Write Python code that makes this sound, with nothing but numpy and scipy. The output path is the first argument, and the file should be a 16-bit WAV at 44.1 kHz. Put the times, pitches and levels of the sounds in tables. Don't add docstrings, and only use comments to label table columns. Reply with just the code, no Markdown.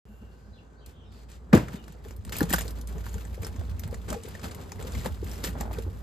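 import sys
import numpy as np
from scipy import signal
from scipy.fft import rfft, irfft, next_fast_len
from scipy.io import wavfile
from scipy.ndimage import uniform_filter1d

SR = 44100
rng = np.random.default_rng(int(sys.argv[2]) if len(sys.argv) > 2 else 0)


def inscribe(sig):
    pcm = np.round(np.clip(np.atleast_2d(sig).T, -1, 1) * 32767)
    wavfile.write(sys.argv[1], SR, pcm.astype(np.int16))


N = 265834
START_S, HAND_IN_S = .054, 1.53


def gain_of(db):
    return 10 ** (np.asarray(db) / 20)


def unit_rms(x):
    return x / np.sqrt(np.mean(x ** 2) + 1e-20)


def at_hz(points, hz):
    knots_hz, values = np.transpose(points)
    return np.interp(np.log(hz + 1), np.log(knots_hz + 1), values)


def automation(rows, column):
    rows = np.array(rows)
    return np.interp(np.arange(N) / SR, rows[:, 0], rows[:, column])


def add(mix, start_s, sound):
    part = mix[..., round(start_s * SR):][..., :sound.shape[-1]]
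    part += sound[..., :part.shape[-1]]


def equalised(x, db_of_hz):
    size = next_fast_len(x.shape[-1])
    gain = gain_of(db_of_hz(np.fft.rfftfreq(size, 1 / SR)))
    return irfft(rfft(x, size) * gain, size)[..., :x.shape[-1]]


def wobble(samples):
    return unit_rms(uniform_filter1d(uniform_filter1d(rng.standard_normal(N), samples), samples))


def panned(x, pan_db):
    return x * gain_of([[pan_db / 2], [-pan_db / 2]])


# time in seconds, level in dB.
HUM_LEVELS = [(0.06, -52), (0.14, -48), (0.46, -53.5), (1.5, -44.5), (1.55, -30), (1.79, -52), (2.19, -38),
              (3.1, -34), (3.48, -40), (3.75, -33.5), (3.8, -51), (3.9, -34), (4.55, -62), (4.96, -36.5),
              (5.84, -35), (6.03, -42.5)]


def compressor_hum():
    hz = 58.8 + 0.45 * wobble(6000)
    level_db = automation(HUM_LEVELS, column=1) + 1.5 * wobble(2500)
    return np.sqrt(2) * gain_of(level_db) * np.sin(2 * np.pi * np.cumsum(hz) / SR)


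# time in seconds, then rustle, top treble, rumble, scrape in dB.
BED_LEVELS = [(.06, -68.5, -78, -52.5, -55), (.35, -65.5, -75, -55, -54), (.8, -72.5, -89, -53, -53),
              (1.45, -68, -81, -47, -53), (1.62, -67, -74, -50, -42), (1.85, -65.5, -76, -53, -50),
              (2.24, -68, -79, -40.5, -52.5), (2.48, -54.5, -61, -35.5, -40), (2.85, -65, -74, -44, -48.5),
              (3.3, -59.5, -63.5, -40.5, -47), (3.8, -64.5, -76, -37, -50.5),
              (4.05, -59.5, -66, -41.5, -47.5), (4.4, -57, -67, -41, -45.5), (4.75, -58.5, -65, -41.5, -45),
              (5.2, -57.5, -64.5, -36.5, -48.5), (5.55, -57.5, -69, -40.5, -43),
              (5.7, -63.5, -70, -38.5, -43), (6.03, -62.5, -66, -41, -47.5)]
# start and length in seconds, then rustle, top treble and scrape in dB.
STROKES = [(0.08, 0.12, -78, -70, -74), (.858, 0.057, -59, -66, -75), (1.116, 0.11, -59.5, -70, -71),
           (1.284, 0.076, -53.5, -66, -71), (1.666, 0.1, -55, -65, -44.5), (1.87, 0.076, -61, -82, -63),
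           (2.034, .1, -58.5, -63, -53), (2.317, 0.11, -42, -48.5, -39.5), (2.487, .13, -42.5, -52, -44),
           (2.638, 0.073, -54.5, -54, -45), (2.768, 0.041, -58.5, -65, -45), (2.874, 0.14, -56.5, -61, -45),
           (3.033, .22, -55.5, -59.5, -57), (3.413, 0.065, -50, -59, -41.5), (3.51, 0.37, -62, -69, -48.5),
           (3.827, 0.024, -56, -69, -60), (3.912, 0.029, -57, -64, -40.5),
           (4.078, 0.065, -46.5, -59, -34.5), (4.243, 0.089, -55.5, -65, -53),
           (4.425, 0.045, -46.5, -53.5, -40), (4.47, 0.18, -59, -72, -44), (4.785, .13, -54.5, -62, -40.5),
           (4.925, 0.12, -48.5, -55.5, -42.5), (5.042, 0.028, -44, -49, -32),
           (5.256, 0.25, -51.5, -55.5, -43), (5.429, 0.046, -40.5, -43, -37), (5.55, 0.035, -60, -66, -37),
           (5.598, 0.012, -44, -57, -31), (5.647, .06, -67, -68, -40.5), (5.709, 0.087, -51.5, -58, -42.5)]


def stroke_envelope(bed_column, stroke_column):
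    rise_s, sag_db_per_s, release_db_per_s = 0.009, 10, 385
    t, power = np.arange(N) / SR, gain_of(2 * automation(BED_LEVELS, bed_column))
    for row in STROKES:
        since, length = t - row[0], row[1]
        fall_db = sag_db_per_s * np.maximum(since, 0) + release_db_per_s * np.maximum(since - length, 0)
        power += np.clip(since / rise_s, 0, 1) ** 2 * gain_of(2 * (row[stroke_column] - fall_db))
    return np.sqrt(power)


# frequency in Hz, relative level in dB.
RUMBLE_EQ = [(15, -21), (25, -26), (41, -28), (59, 1), (95, 1), (135, -20.5), (200, -13), (260, -20.5),
             (440, -120)]


def cabinet_rumble(noise):
    rumble = equalised(noise * gain_of(3.2 * wobble(1500)), lambda hz: at_hz(RUMBLE_EQ, hz))
    return unit_rms(rumble) * gain_of(automation(BED_LEVELS, column=3))


# frequency in Hz, relative level in dB.
SCRAPE_EQ = [(65, 1), (110, -7), (136, 0), (231, -3), (309, -9.5), (430, -6.5), (623, -13), (914, -15.5),
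             (1400, -19.5), (1490, -19.5), (1770, -25), (2430, -39), (2600, -71.5), (3380, -52),
             (5720, -120)]


def shelf_scrape(noise):
    scrape = equalised(noise * gain_of(1.02 * wobble(400)), lambda hz: at_hz(SCRAPE_EQ, hz))
    return unit_rms(scrape) * stroke_envelope(bed_column=4, stroke_column=4)


def crinkle(per_s, cycles):
    pops = gain_of(6.4 * np.minimum(rng.exponential(1, (2, N)), 4)) * (rng.random(N) < per_s / SR)
    pitch_index, out = rng.integers(0, 24, N), np.zeros((2, N))
    for k, hz in enumerate(np.geomspace(1100, 8500, 24)):
        t = np.arange(0, 3 * cycles / hz, 1 / SR)
        ping = np.exp(-t * hz / cycles * 2) * np.sin(2 * np.pi * hz * t)
        out += signal.oaconvolve(pops * (pitch_index == k), ping[None], axes=1)[:, :N]
    return unit_rms(out)


# frequency in Hz, relative level in dB.
RUSTLE_EQ = [(710, -61), (1200, -2.5), (3210, -5), (5600, -8.5), (7530, -8.5), (9890, -11.5), (11000, -3.5),
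             (13000, -10), (15000, -10.5), (16400, -31)]


def film_rustle(noise):
    handled = np.arange(N) > HAND_IN_S * SR
    pops = gain_of(6.6 * np.minimum(rng.exponential(1, N), 5)) * (rng.random(N) < 250 / SR)
    fizz = unit_rms(signal.lfilter([1], [1, -np.exp(-1 / (0.0076 * SR))], pops))
    flicker = (1 + np.where(handled, 1.2, .2) * fizz) * gain_of(0.35 * wobble(900))
    hiss = equalised(noise * flicker, lambda hz: at_hz(RUSTLE_EQ, hz))
    body = equalised(hiss, lambda hz: -60. * (hz > 9900))
    grain = np.where(handled, .45, .15) * crinkle(per_s=480, cycles=8.3)
    rustle = unit_rms(unit_rms(body) + grain) * stroke_envelope(bed_column=1, stroke_column=2)
    top_treble = unit_rms(hiss - body) * stroke_envelope(bed_column=2, stroke_column=3)
    return rustle + top_treble


# start in seconds,
# first and last pitch in Hz, level in dB, length in seconds, width in Hz.
SQUEAKS = [(0.063, 2800, 2800, -79, 0.29, 160), (0.522, 4070, 3970, -70, 0.025, 200),
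           (0.536, 3560, 3440, -70, 0.048, 350), (0.573, 3070, 2550, -64.5, 0.027, 200),
           (0.761, 4300, 4560, -76, 0.045, 300), (0.772, 3840, 4070, -79, 0.058, 250),
           (0.805, 3230, 3120, -71, 0.044, 300), (0.826, 2950, 2560, -71, 0.039, 256),
           (0.925, 3510, 2950, -71, 0.14, 600), (1.032, 3800, 3500, -74.5, 0.11, 250),
           (0.077, 7300, 7050, -84, 0.12, 900), (.07, 1532, 1538, -76, 0.85, 80),
           (0.304, 4610, 4820, -81, 0.31, 1100), (0.306, 6580, 6270, -87, 0.66, 900),
           (0.998, 6050, 4970, -82, 0.1, 250), (1.1, 4650, 4540, -72, 0.12, 910),
           (1.749, 3650, 3610, -63, 0.0257, 200), (1.777, 2990, 2870, -60.5, 0.024, 200),
           (1.97, 2050, 1965, -73, 0.042, 150)]


def gliding_squeaks():
    out = np.zeros(N)
    for start, from_hz, to_hz, db, length, width_hz in SQUEAKS:
        t = np.arange(0, min(length + 0.25, 1), 1 / SR)
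        noise = rng.standard_normal(SR) + 1j * rng.standard_normal(SR)
        lowpass = [1, -np.exp(-np.pi * width_hz / SR)]
        wander = signal.lfilter([1], lowpass, signal.lfilter([1], lowpass, noise))[-len(t):]
        glide_hz = np.interp(t, [0, length], [from_hz, to_hz])
        tone = unit_rms((wander * np.exp(2j * np.pi * np.cumsum(glide_hz) / SR)).real)
        fall_db = (t > length) * (23 + 380 * (t - length))
        add(out, start, gain_of(db - fall_db) * np.minimum(t / 0.011, 1) * tone)
    return out


# start in seconds, level in dB, pitch in Hz.
SLIPS = [(5.554, -27.5, 750), (5.612, -22, 770), (5.632, -27.5, 746), (5.655, -28, 746), (5.662, -33, 745),
         (5.678, -33, 744), (5.712, -23, 740)]


def tub_slips():
    out, t = np.zeros(N), np.arange(400) / SR
    for start, db, hz in SLIPS:
        add(out, start, -gain_of(db) * np.sin(2 * np.pi * hz * t) * np.exp(-t * hz * 0.98))
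    return out


def ring(modes):
    t = np.arange(SR // 2) / SR
    hz, db, t60 = np.transpose(modes)[:, :, None]
    polarity = (-1) ** np.arange(len(modes))[:, None]
    return (polarity * gain_of(db - 60 * t / t60) * np.sin(2 * np.pi * hz * t)).sum(0)


def knock(body, hz, contact_ms, rough, ringing):
    t = np.arange(0, np.clip(contact_ms, 1.5, 99) / 1000, 1 / SR)
    pressure = np.hanning(len(t))
    judder = pressure * np.sin(2 * np.pi * hz * t)
    pole = np.exp(-2 * np.pi * 1.33 * hz / SR)
    grit = unit_rms(signal.lfilter([1], [1, -pole], rng.standard_normal(4410)))
    rung = signal.fftconvolve(body, judder + rough * pressure * grit[:len(t)])
    sound = ringing * rung / abs(rung).max()
    add(sound, 0, judder)
    return sound


# frequency in Hz, relative level in dB, T60 in seconds.
SHELF_MODES = [(95, 10.5, 0.3), (167, 1, 0.41), (200, -11, 0.12), (270, -2, 0.064), (350, 3, 0.14),
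               (448, 8, 0.4), (520, 33.5, 0.0067), (593, 1, 0.15), (808, 30.5, 0.024), (1170, 15, 0.055),
               (1510, 22, 0.046), (1820, 11, .04)]
# start in seconds, level in dB, judder in Hz,
# contact time in ms (capped at 99), left minus right in dB.
THUMPS = [(0.077, -45, 212, 71, 0), (0.2, -46.5, 215, 64, -3), (0.441, -51.5, 204, 120, -4),
          (1.89, -40.5, 153, 22, -3), (2.052, -41.5, 425, 19.5, 3), (2.308, -43, 440, 8.4, 7),
          (2.411, -14.5, 270, 12.3, 2), (2.41, -27, 1430, 6, -1), (2.415, -25.5, 430, 11.7, 3),
          (2.427, -21.5, 158, 24.5, -1), (2.508, -24.5, 212, 13, 1), (2.535, -25, 170, 22, -1),
          (2.538, -18, 1550, 10.4, -5), (2.649, -39.5, 460, 20, 5), (2.94, -36.5, 161, 39, 4),
          (2.95, -44.5, 430, 44, 6), (3.15, -41.5, 436, 25, 3), (3.154, -39, 190, 33, 0),
          (3.14, -32, 82.6, 34, 7), (3.376, -36.5, 484, 8.2, 1), (3.386, -30, 95, 38, 2),
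          (3.47, -34, 86, 70, 0), (3.57, -28, 90, 51, -2), (3.7, -31.5, 82.1, 70, 0),
          (3.879, -32, 95, 38, 0), (3.949, -42, 84, 61, -4), (3.43, -40, 438, 24, -2),
          (3.545, -41, 241, 22, -3), (3.842, -35.5, 154, 30, 3), (3.925, -33, 484, 9.2, 4),
          (4.082, -34, 403, 13, 2), (4.116, -31.5, 600, 23, 6), (4.121, -35.5, 190, 30, -4),
          (4.144, -33, 780, 9.3, -6), (4.155, -34.5, 466, 30, 3), (4.245, -39, 430, 15, 6),
          (4.273, -37.5, 450, 11.5, 7), (4.719, -36.5, 930, 7.5, 3), (4.789, -39, 430, 23, 3),
          (4.812, -43, 447, 30, 7), (4.844, -34, 450, 14, 4), (4.869, -43, 457, 9.7, 10),
          (4.975, -40, 211, 29, -2), (5.055, -30.5, 520, 12.7, 7), (4.978, -33.5, 113, 48, 0),
          (5.058, -28, 866, 7.6, 10), (5.065, -27, 225, 17.5, -3), (5.09, -28.5, 90, 38, 2),
          (5.225, -30.5, 378.7, 11.2, 4), (5.439, -30.5, 372.4, 9.8, 3), (5.482, -31, 184, 17, -3),
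          (5.553, -47, 755, 16, -8), (5.782, -29, 443, 14, -4), (5.863, -36, 328, 9.8, -9),
          (5.877, -38, 392, 6, -9)]


def shelf_thumps():
    out, shelf = np.zeros((2, N)), ring(SHELF_MODES)
    for start, db, hz, contact_ms, pan_db in THUMPS:
        thump = knock(shelf, hz, contact_ms, rough=0.51, ringing=0.51)
        add(out, start, panned(gain_of(db) * thump, pan_db))
    return out


# start in seconds, then level, low EQ trim, high EQ trim
# and left minus right, all in dB.
SNAPS = [(0.8609, -34.5, -31, -15, 0.5), (1.2994, -50, -15, -11, 2.5), (1.3164, -38, -27, -26, 2.0),
         (1.5294, -25.5, 11.5, -36, 0.5), (1.5499, -16.5, -15, -12, 0.0), (1.5745, -26, -2, -14, 2),
         (1.6836, -38, -1, -25, 1), (1.7315, -43.5, 3, -6, 1.0), (1.7574, -47, -9, -18, -2),
         (1.8796, -42.5, -3, -14, 1.5), (1.9225, -40.5, -11, -12, 1.0), (2.0492, -44.5, -8, -24, 2.0),
         (2.0847, -42, -23, -14, 1.5), (2.1086, -38.5, -9, -16, 1), (2.164, -43.5, -21, -6, 0.0),
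         (2.2498, -36, -20, -8.5, 0.5), (2.2762, -48, 3, -27, 2), (2.2937, -31, -13.5, -15, 0.0),
         (2.3226, -28, -7, -11, 0), (2.3665, -24.5, -18, -9, 1.0), (2.3845, -25, -18, -7, 2),
         (2.4064, -22.5, -4.5, -10, 1.5), (2.4294, -20, -15, -19, 0.5), (2.4967, -33, -15, -10, 1.0),
         (2.5047, -24, -10, -8, 2), (2.5274, -14.5, -13, -13, 4), (2.5351, -6.5, -13, -14, -1),
         (2.5416, -13.5, -10.5, -18, 1.5), (2.5601, -23, -23, -10, 3), (2.583, -22, -8.5, -11, -5),
         (2.5884, -22, -12, -9, 3), (2.6085, -27, -7, -11, 3), (2.6174, -27, -15, -13, -1),
         (2.6798, -27, -26, -21, 0.5), (2.7067, -32, -21, -10.5, 0.5), (2.7866, -40, -17, -14, 1.0),
         (2.8125, -32.5, -24, -17, 1.5), (2.8729, -31, -29, -13, 1.0), (2.9254, -38, -17, -17, 1.0),
         (2.9816, -40, -8, -19, 0), (3.042, -45, -1, -16, -1.0), (3.0654, -37, -0.5, -12, 2),
         (3.0924, -40, -26, -12, 0.5), (3.1418, -32.5, -9, -18, 1.5), (3.1812, -40, -8.5, -18, 1.0),
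         (3.251, -37.5, -9, -26, 2.0), (3.4196, -39, -15, -8, -1), (3.4316, -32, -4, -19, 1),
         (3.4466, -27, -16, -17, 1.5), (3.467, -27, -14, -16, 1), (3.5623, -38, -6, -18, 0),
         (3.6112, -40.5, -0.5, -22, 1.0), (3.7948, -26.5, -23, -8, 0), (3.8362, -32.5, -11, -27, 2),
         (3.8761, -39.5, -5, -7, 0), (3.9115, -43, -17, -16, -1), (3.9434, -31.5, -12, -17, 0),
         (4.0811, -43, -1.5, -16, 2.0), (4.1026, -21.5, -18, -21, 1.5), (4.1275, -26, -7, -19, -2),
         (4.2343, -30.5, -30, -23, 1.5), (4.2857, -41.5, -9, -7, -1), (4.351, -42.5, 1, -27, 0),
         (4.3949, -37, -7, -23, 4), (4.4418, -32.5, -0.5, -23, 2), (4.5106, -39.5, -12, -8, 0),
         (4.5471, -32.5, -19, -9.5, 3), (4.7187, -27, -16.5, -27, 2), (4.7576, -41, -10, -12, 1.0),
         (4.8249, -29.5, -19, -25, 0.5), (4.9207, -30, -23, -22, 2.0), (4.9514, -36.5, -4, -24, 1.5),
         (4.9916, -41, -18, -15, -1), (5.0444, -32, -14, -12, 2.0), (5.0589, -27, -3.5, -10.5, -2),
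         (5.2435, -37.5, -28, -5, 2), (5.2949, -34, -32, -17, 0.5), (5.3143, -32.5, -20, -17, 6),
         (5.3564, -38, -17, -16, 1.0), (5.4395, -17.5, -16, -21, 0.5), (5.4461, -22, -12, -17, 0),
         (5.6087, -20.5, -13.5, -20, -1), (5.7299, -37, -6, -8, 1.0), (5.7853, -31, -5, -22, 1)]


def crease_snaps():
    rise_s, lead_s = 0.0006, .008
    out, t = np.zeros((2, N)), np.maximum(np.arange(4096) / SR - lead_s, 0)
    decay = sum(gain_of(db - 60 * t / t60) for db, t60 in [(-9.5, 0.0049), (-7.5, 0.029), (-23.5, 0.08)])
    envelope = decay * np.minimum(t / rise_s, 1)
    for start, db, low_db, high_db, pan_db in SNAPS:
        burst = rng.standard_normal(len(t)) * envelope
        tone = [(500, 15.5 + low_db), (1200, 15.5 + low_db), (1800, 17.5 + low_db),
                (2500, 3 + low_db / 2), (4500, -2), (7500, 1.5),
                (12500, high_db + 12.5), (15000, high_db + 8), (16400, high_db - 17)]
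        hollow = np.transpose([np.geomspace(600, 16000, 16), 4.3 * rng.standard_normal(16)])
        snap = equalised(burst, lambda hz: at_hz(tone, hz) + at_hz(hollow, hz))
        add(out, start - lead_s, panned(gain_of(db) * snap, pan_db))
    return out


# frequency in Hz, relative level in dB, T60 in seconds.
DOOR_MODES = [(90, -26, 0.64), (116.9, 2, 0.47), (150, -3.5, 0.29), (193, -24, 0.25), (225, -3, 0.2),
              (300, 3.5, 0.25), (336, 8, 0.09), (430, -17, 0.2), (462, -19, 0.15), (600, -10, 0.24),
              (650, -12, 0.16), (834, -25, 0.18), (940, -22, 0.35), (1100, -8, .12), (1420, -17, .2),
              (1690, -10, 0.17)]
# start in seconds, level in dB, judder in Hz, contact time in ms, rack rattle in dB.
DOOR_BLOWS = [(1.528, -21, 886, 5.6, -16.5), (1.531, 0, 193, 18.4, -24.5), (1.533, -17, 1170, 10, -40),
              (1.534, -8, 472, 14.3, -44), (1.534, -18, 84, 53, -47), (1.551, -9, 319, 8.7, -33),
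              (1.572, -12.5, 163, 11.6, -53), (1.595, -27, 162.2, 8.3, -55), (1.625, -23.5, 135, 18, -46),
              (1.739, -27.5, 212, 17, -44.5)]


def door_knock():
    out, panel = np.zeros(N), ring(DOOR_MODES)
    for start, db, hz, contact_ms, _ in DOOR_BLOWS:
        add(out, start, gain_of(db) * knock(panel, hz, contact_ms, rough=0.39, ringing=0.15))
    return out


# frequency in Hz, relative level in dB.
RATTLE_EQ = [(240, -6.5), (400, -0.5), (678, -10), (2460, -24.5), (3150, -29.5), (7890, -38), (9950, -43),
             (12200, -39), (15100, -46), (16400, -90)]
# frequency in Hz, T60 in seconds.
RATTLE_DECAY = [(400, 0.19), (2000, 0.26), (6000, 0.28), (14000, 0.29)]


def rack_rattle():
    out, t = np.zeros((2, N)), np.arange(SR // 2) / SR
    for start, *_, rattle_db in DOOR_BLOWS:
        hz, frame_s, bands = signal.stft(rng.standard_normal((2, len(t))), SR, nperseg=256)
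        bands *= gain_of(at_hz(RATTLE_EQ, hz)[:, None] - 60 * frame_s / at_hz(RATTLE_DECAY, hz)[:, None])
        rattle = signal.istft(bands, SR, nperseg=256)[1][:, :len(t)]
        attack = np.minimum(t / 0.0038, 1)
        add(out, start, gain_of(rattle_db) * attack * rattle / rattle[:, :800].std())
    return out


def wall_echoes(x, level_db, t60):
    t = np.arange(SR // 3) / SR
    taps = rng.standard_normal((2, len(t))) * gain_of(-60 * t / t60) * (t > .002)
    return x + gain_of(level_db) * signal.fftconvolve(x, taps / np.linalg.norm(taps[0]), axes=1)[:, :N]


# frequency in Hz, lead of the left port in radians.
PORT_PHASE = [(60, 0.48), (520, -0.48), (1030, -1), (1500, -2), (1780, -1), (2930, 1), (4500, 0.33),
              (5500, -1.6), (6400, -1.5), (7300, 0.56), (9600, -3), (12100, -5), (13700, -6.5), (15200, -9),
              (16100, -9.4)]
# frequency in Hz, coherence from 0 to 1.
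PORT_COHERENCE = [(60, 0.85), (250, 0.91), (700, 0.28), (1500, 0.25), (4000, 0.72), (14000, 1)]
# frequency in Hz, left minus right in dB.
PORT_BALANCE = [(60, -1.5), (130, -0.5), (290, 2), (640, 1.5), (1410, -0.5), (3100, 3.5), (6820, 0.5),
                (15000, -1)]


def microphone_ports(diffuse, near):
    size = next_fast_len(N)
    hz = np.fft.rfftfreq(size, 1 / SR)
    coherence = np.clip(at_hz(PORT_COHERENCE, hz), 0, 1)
    left, unrelated = rfft(diffuse, size)
    right = coherence * left + np.sqrt(1 - coherence ** 2) * unrelated
    spectra = np.array([left, right]) + rfft(near, size)
    left_gain = np.exp(.5j * at_hz(PORT_PHASE, hz)) * gain_of(at_hz(PORT_BALANCE, hz) / 2)
    return irfft(spectra * [left_gain, 1 / left_gain], size)[:, :N]


def scene():
    handling = wall_echoes(shelf_thumps() + crease_snaps() + tub_slips(), level_db=-11.5, t60=0.11)
    squeaks = wall_echoes(gliding_squeaks()[None], level_db=2.5, t60=0.3)
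    near = handling + squeaks + compressor_hum() + door_knock()
    noise = rng.standard_normal((3, 2, N))
    diffuse = cabinet_rumble(noise[0]) + shelf_scrape(noise[1]) + film_rustle(noise[2]) + rack_rattle()
    return microphone_ports(diffuse, near) * (np.arange(N) > START_S * SR)


def record(dry):
    ceiling, edge_hz = .95, 16400
    heard = signal.sosfilt(signal.butter(2, 45, "high", fs=SR, output="sos"), dry)
    heard = equalised(heard, lambda hz: at_hz([(15000, 0), (15600, -15), (16400, -8)], hz))
    heard = ceiling * np.tanh(heard / ceiling)
    lowpass = signal.firwin(1023, edge_hz, window=("kaiser", 9), fs=SR)
    return signal.oaconvolve(heard, lowpass[None], "same")


dry = scene()
out = record(dry)
inscribe(out)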